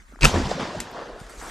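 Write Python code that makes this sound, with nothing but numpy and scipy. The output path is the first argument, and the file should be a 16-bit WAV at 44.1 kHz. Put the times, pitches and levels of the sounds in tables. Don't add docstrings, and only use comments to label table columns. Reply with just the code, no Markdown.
import sys
import numpy as np
from scipy import signal
from scipy.fft import rfft, irfft
from scipy.io import wavfile
from scipy.ndimage import uniform_filter1d

SR = 44100
rng = np.random.default_rng(int(sys.argv[2]) if len(sys.argv) > 2 else 0)


def generate_wav(sig):
    pcm = np.round(np.clip(np.atleast_2d(sig).T, -1, 1) * 32767).astype(np.int16)
    wavfile.write(sys.argv[1], SR, pcm)


def to_linear_factor(level_db):
    exponent = np.asarray(level_db, float) / 20
    return 10 ** exponent


N = 66150
TIME = np.arange(N) / SR


def evened(x):
    return x / np.sqrt(np.mean(x ** 2) + 1e-20)


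def read(points, hz):
    f, value = np.transpose(points)
    return np.interp(np.log(hz + 1), np.log(f + 1), value)


def curve(rows, t, axis=1):
    rows = np.array(rows)
    return np.interp(t, rows[:, 0], rows[:, axis], left=-120 * (axis == 1))


def add(mix, s, sound):
    start = max(round(s * SR), 0)
    part = mix[start:][:len(sound)]
    part += sound[:len(part)]


def grains(spread_db):
    clump = 40
    sizes = np.minimum(rng.exponential(1, N // clump + 1), 3.5)
    return rng.standard_normal(N) * to_linear_factor(spread_db * np.repeat(sizes, clump)[:N])


def shaped(x, field_db, patch_db):
    hz, t, z = signal.stft(x, SR, nperseg=512, noverlap=384)
    patches = uniform_filter1d(rng.standard_normal(z.shape), 5, 0)
    patches = evened(uniform_filter1d(patches, 8, 1))
    z = z * to_linear_factor(field_db(hz[:, None], t) + patch_db * patches)
    return signal.istft(z, SR, nperseg=512, noverlap=384)[1][:N]


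def tinted(x, points, turns):
    hz = np.fft.rfftfreq(N, 1 / SR)
    return irfft(rfft(x) * to_linear_factor(read(points, hz)) * np.exp(1j * read(turns, hz)), N)


def weather():
    # f/Hz, level/dB
    leaf_tone = [(100, -20), (170, -4), (399, -17), (750, -20.5), (1250, -9), (2110, -15.5), (2910, -24),
                 (7160, -23), (15000, -43)]
    # t/s, extra level/dB
    grip = [(0, 1), (.06, -3), (.09, 0), (.13, 2.5), (.17, -1.5), (.2, 3.5), (.8, -7), (1.08, 0),
            (1.15, -10), (1.3, 0.5)]
    leaves = shaped(grains(1.7), lambda hz, t: read(leaf_tone, hz) - 30 * (hz < 150), 3.6)
    return to_linear_factor(-55 + curve(grip, TIME)) * evened(leaves)


def roll():
    # t/s, level/dB
    swell = [(0.0, -42), (0.028, -43), (0.11, -51.5), (0.204, -41), (0.224, -25.5), (0.242, -16),
             (0.334, -36), (0.4, -29), (0.458, -37), (0.534, -43), (0.76, -62), (0.784, -40), (0.856, -54),
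             (1.082, -49.5), (1.136, -41.5), (1.356, -52), (1.386, -41), (1.5, -49.5)]
    band = signal.butter(4, [24.2, 56], "band", fs=SR, output="sos")
    low = signal.sosfilt(band, rng.standard_normal(N + SR))[SR:]
    return to_linear_factor(curve(swell, TIME)) * evened(low)


def sleeve():
    # t/s, level/dB
    rubs = [(1.15, -63), (1.18, -65), (1.206, -49), (1.284, -62.5), (1.298, -46), (1.306, -47.5),
            (1.374, -51), (1.396, -42.5), (1.5, -43)]
    # f/Hz, level/dB
    cloth = [(180, -43), (300, -22), (359, 4), (577, -8), (1290, -1), (3920, -19), (7420, -9), (12100, -22),
             (15000, -38)]
    rub = shaped(grains(1.1), lambda hz, t: read(cloth, hz), 4.4)
    return to_linear_factor(curve(rubs, TIME) + 2.0) * evened(rub)


def hillside():
    # t/s, level/dB, distance share (0-1.4)
    scatter = [(0.266, -24, 0.4), (0.276, -32.5, 0.01), (0.334, -30, 0.65), (0.344, -25.5, 0.42),
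               (0.482, -32.5, 0.42), (0.515, -26.5, 0.4), (0.526, -31.5, 0.38), (0.592, -33, 0.6),
               (0.598, -27, 0.56), (0.742, -37, 0.54), (0.75, -35.5, 0.4), (0.766, -35.5, 0.52),
               (0.86, -39, 0.6), (0.922, -41, 0.6), (0.97, -33, 0.92), (1.09, -40.5, 0.9),
               (1.16, -42, 1.07), (1.376, -52, 0.53), (1.424, -42, 0.66), (1.5, -39.5, 0.57)]
    # f/Hz, level/dB
    near_tone = [(35, -42), (60, -6), (158, 2.5), (514, -18.5), (982, -10), (1080, -18.5), (5060, -21.5),
                 (7500, -19), (15000, -51)]
    # f/Hz, level/dB
    far_tone = [(35, -52), (60, -23.5), (514, -2), (816, -8), (1750, -13.5), (2150, -23.5), (4950, -27.5),
                (11400, -64.5), (15000, -78)]

    def colour(hz, t):
        far = np.clip(curve(scatter, t, axis=2), 0, 1.4)
        db = (1 - far) * read(near_tone, hz) + far * read(far_tone, hz)
        core = (hz > 250) & (hz < 3000)
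        return db - 10 * np.log10((core * to_linear_factor(2 * db)).sum(0) / len(hz))

    return to_linear_factor(curve(scatter, TIME)) * shaped(evened(grains(1.5)), colour, 2.0)


def rounded_waves(rows):
    out = np.zeros(N)
    for s, db, hz, cycles in rows:
        t = np.arange(-cycles / hz, cycles / hz, 1 / SR)
        bell = np.exp(-(2.65 * t * hz / cycles) ** 2)
        add(out, s + t[0], -to_linear_factor(db) * bell * np.cos(2 * np.pi * hz * t))
    return out


def slope_echoes():
    # t/s, level/dB, f/Hz, length/cycles
    returns = [(.1252, -40.5, 500, 1.9), (0.139, -39.5, 243, 3.1), (.1585, -39.5, 696, 2),
               (0.1603, -36.5, 1680, 3.0), (.1905, -33, 1080, 1.6), (.172, -41.5, 300, 2.1),
               (.279, -14.5, 178, 2.3), (.296, -17, 780, 2.5), (0.3432, -15, 420, 2.4),
               (.345, -15.5, 198, 1.5), (0.369, -18, 86.4, 8.3), (.363, -22.5, 1760, 13),
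               (0.3598, -10.5, 510, 1.3), (.3685, -17.5, 300, 1.5), (0.3745, -12, 333, 1.1),
               (.3825, -17, 248, 2.1), (.3865, -23, 291, 1.5), (.4025, -15.5, 280, 2.6),
               (.4175, -24, 494, 2), (.4215, -19, 227, 3.4), (.434, -22, 64.5, 2.4), (.4555, -22, 193, 3.2),
               (.464, -24, 110, 2), (.477, -24.5, 172, 3), (0.492, -28, 248, 2.5),
               (0.5161, -10.5, 620, 2.2), (.56, -28.5, 161, 4.4), (.583, -24, 550, 5.7),
               (0.600, -17.5, 545, 2), (.6065, -26, 1700, 6), (.611, -24.5, 860, 4.5), (.628, -30, 280, 3),
               (.655, -26.5, 604, 7.4), (.676, -28, 303, 3.4), (.693, -28.5, 655, 3),
               (.708, -27, 1060, 5.6), (.724, -41, 800, 2.5), (0.7526, -23.5, 615, 9.3),
               (0.777, -31.5, 149, 2.5), (.975, -31, 546, 7.7), (1.02, -27, 534, 2.4),
               (1.165, -33.5, 610, 5), (1.217, -28.5, 129, 1.0), (1.339, -38, 620, 3),
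               (1.4145, -29.5, 1000, 2.8), (1.418, -35, 1300, 5), (1.426, -34.5, 744, 6.2),
               (1.457, -35, 1400, 9.9), (1.47, -34, 1690, 6), (1.488, -37.5, 700, 6.9)]
    return rounded_waves(returns)


def gas():
    # t/s, level/dB
    escape = [(.2085, -60), (.2095, -28), (.218, -33), (.243, -22.5), (.253, -13.5), (.262, -23.5),
              (.3, -27.5), (.345, -35), (.4, -53)]
    # f/Hz, level/dB
    gas_tone = [(180, -46), (300, 6.5), (775, -4.5), (1250, 1), (1540, -3.5), (6400, -9), (12300, -27.5),
                (15000, -54)]
    hiss = shaped(grains(1.2), lambda hz, t: read(gas_tone, hz), 3.5)
    return to_linear_factor(curve(escape, TIME)) * evened(hiss)


def cracks():
    # t/s, level/dB, t60/s, ring f/Hz
    snaps = [(0.2458, -18, 0.0039, 7900), (.2477, -1, 0.008, 7770), (.2128, -28, 0.012, 4500),
             (1.193, -48, .02, 3700), (1.2, -40, .02, 5100), (.2422, -8, 0.0068, 3600),
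             (.2312, -19, .006, 3700), (.252, -5.5, 0.0096, 5480), (.209, -30.5, 0.0068, 6800),
             (0.91, -49, .06, 13000), (0.802, -15.5, 0.014, 7370), (1.7, -44, 0.016, 6000),
             (1.265, -43, 0.018, 4050), (1.5, -34.5, 0.0082, 4530), (1.4, -34.5, 0.014, 6200)]
    # f/Hz, level/dB
    crack_tone = [(300, -24), (1200, 0.5), (2300, 0.5), (4200, 0), (7400, -1), (11500, -9.5), (14000, -21),
                  (15500, -37)]
    tail_db, tail_t60, rise_s = -19, 0.14, 0.00065
    out = np.zeros(N)
    t = np.arange(4096) / SR
    hz = np.fft.rfftfreq(4096, 1 / SR)
    for s, db, t60, ring_hz in snaps:
        hiss = evened(irfft(rfft(rng.standard_normal(4096)) * to_linear_factor(read(crack_tone, hz))))
        ring = np.sin(2 * np.pi * ring_hz * t)
        snap = to_linear_factor(-60 * t / t60) * (0.57 * hiss + 0.6 * ring)
        tail = to_linear_factor(tail_db - 60 * t / tail_t60) * hiss
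        add(out, s, to_linear_factor(db) * np.minimum(t / rise_s, 1) * (snap + tail))
    return out


def housing_booms():
    # t/s, level/dB, f/Hz, length/cycles
    booms = [
        (.2493, -12, 146, 7.3),
        (.248, -19.5, 230, 10.4),
        (.243, -20.5, 331, 16.6),
        (.25, -24, 435, 14),
        (.245, -20, 573, 10.7),
        (.25, -18, 49, 1.7),
        (.24, -21, 960, 15.4),
        (.236, -21, 92, 1.75),
        (.2528, -2.5, 1360, 2.23),
        (.2485, -8, 1650, 5.5),
    ]
    return rounded_waves(booms)


def blast():
    # t/s, level/dB, ring start f/Hz, length/s
    shudders = [
        (.2090, -31, 1500, .0022),
        (.2125, -33, 2300, .003),
        (.2203, -18, 1700, .0042),
        (.2268, -25, 2300, .003),
        (.2306, -9.5, 1600, .0044),
        (.2372, -24, 2300, .003),
        (.2416, -8, 1500, .0042),
        (.2474, -9, 1900, .0028),
        (.2522, -3.5, 1700, .0045),
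    ]
    # t/s, length/s, f/Hz, level/dB
    whine = (.2205, .024, 7910, -32)
    ring_hz, glide = 2700, 3.6
    grit_db, grit_hz = 3, 5200
    skew = 1.35
    out = np.zeros(N)
    for s, db, start_hz, length in shudders:
        u = np.arange(0, length, 1 / SR) / length
        hz = ring_hz + (start_hz - ring_hz) * np.exp(-glide * u)
        ring = np.sin(2 * np.pi * np.cumsum(hz) / SR)
        grit = signal.lfilter(*signal.butter(4, grit_hz, fs=SR), rng.standard_normal(400))[:len(u)]
        body = ring + to_linear_factor(grit_db) * (1 - 0.49 * u) * grit
        add(out, s, to_linear_factor(db) * np.sin(np.pi * u ** skew) ** 0.5 * body)
    s, length, hz, db = whine
    t = np.arange(0, length, 1 / SR)
    swell = np.sin(np.pi * t / length) ** 0.58
    add(out, s, to_linear_factor(db) * swell * np.sin(2 * np.pi * hz * t))
    return out


def scene():
    # f/Hz, side-mid level/dB
    blast_apart = [(60, -15), (200, -11), (400, 0.5), (1300, -1.5), (3300, -6.5), (4900, -11.5), (7500, -7),
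                   (15000, -4)]
    # f/Hz, lead/rad
    blast_turn = [(30, 1.0), (125, 2.3), (500, 2.1), (1300, 1.7), (2500, 1.4), (12000, 1.2)]
    # f/Hz, side-mid level/dB
    apart = [(40, -15), (250, -30), (1500, -10), (3600, -8), (4200, -24), (5500, -21), (6800, -11.5),
             (12000, -8.5)]
    close = blast() + cracks() + housing_booms()
    slaps = slope_echoes()
    wide, other = (hillside() + roll() + gas() for _ in range(2))
    mid = close + slaps + wide + weather() + sleeve()
    near_side = close + to_linear_factor(-9.5) * sleeve()
    far_side = other + to_linear_factor(6.5) * weather() + np.roll(slaps, 9)
    side = tinted(near_side, blast_apart, blast_turn)
    side = side + tinted(far_side, apart, [(60, 1.7), (8000, 1.9)])
    return np.array([mid, mid]) + np.outer([1, -1], side)


def top_cut(x):
    return signal.sosfilt(signal.butter(12, 15560, fs=SR, output="sos"), x)


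def record(dry):
    held = 1.194 * np.tanh(dry / 1.387)
    mix = signal.oaconvolve(held, signal.firwin(255, 15300, fs=SR)[None], "same")
    return top_cut(mix)


dry = scene()
out = record(dry)
generate_wav(out)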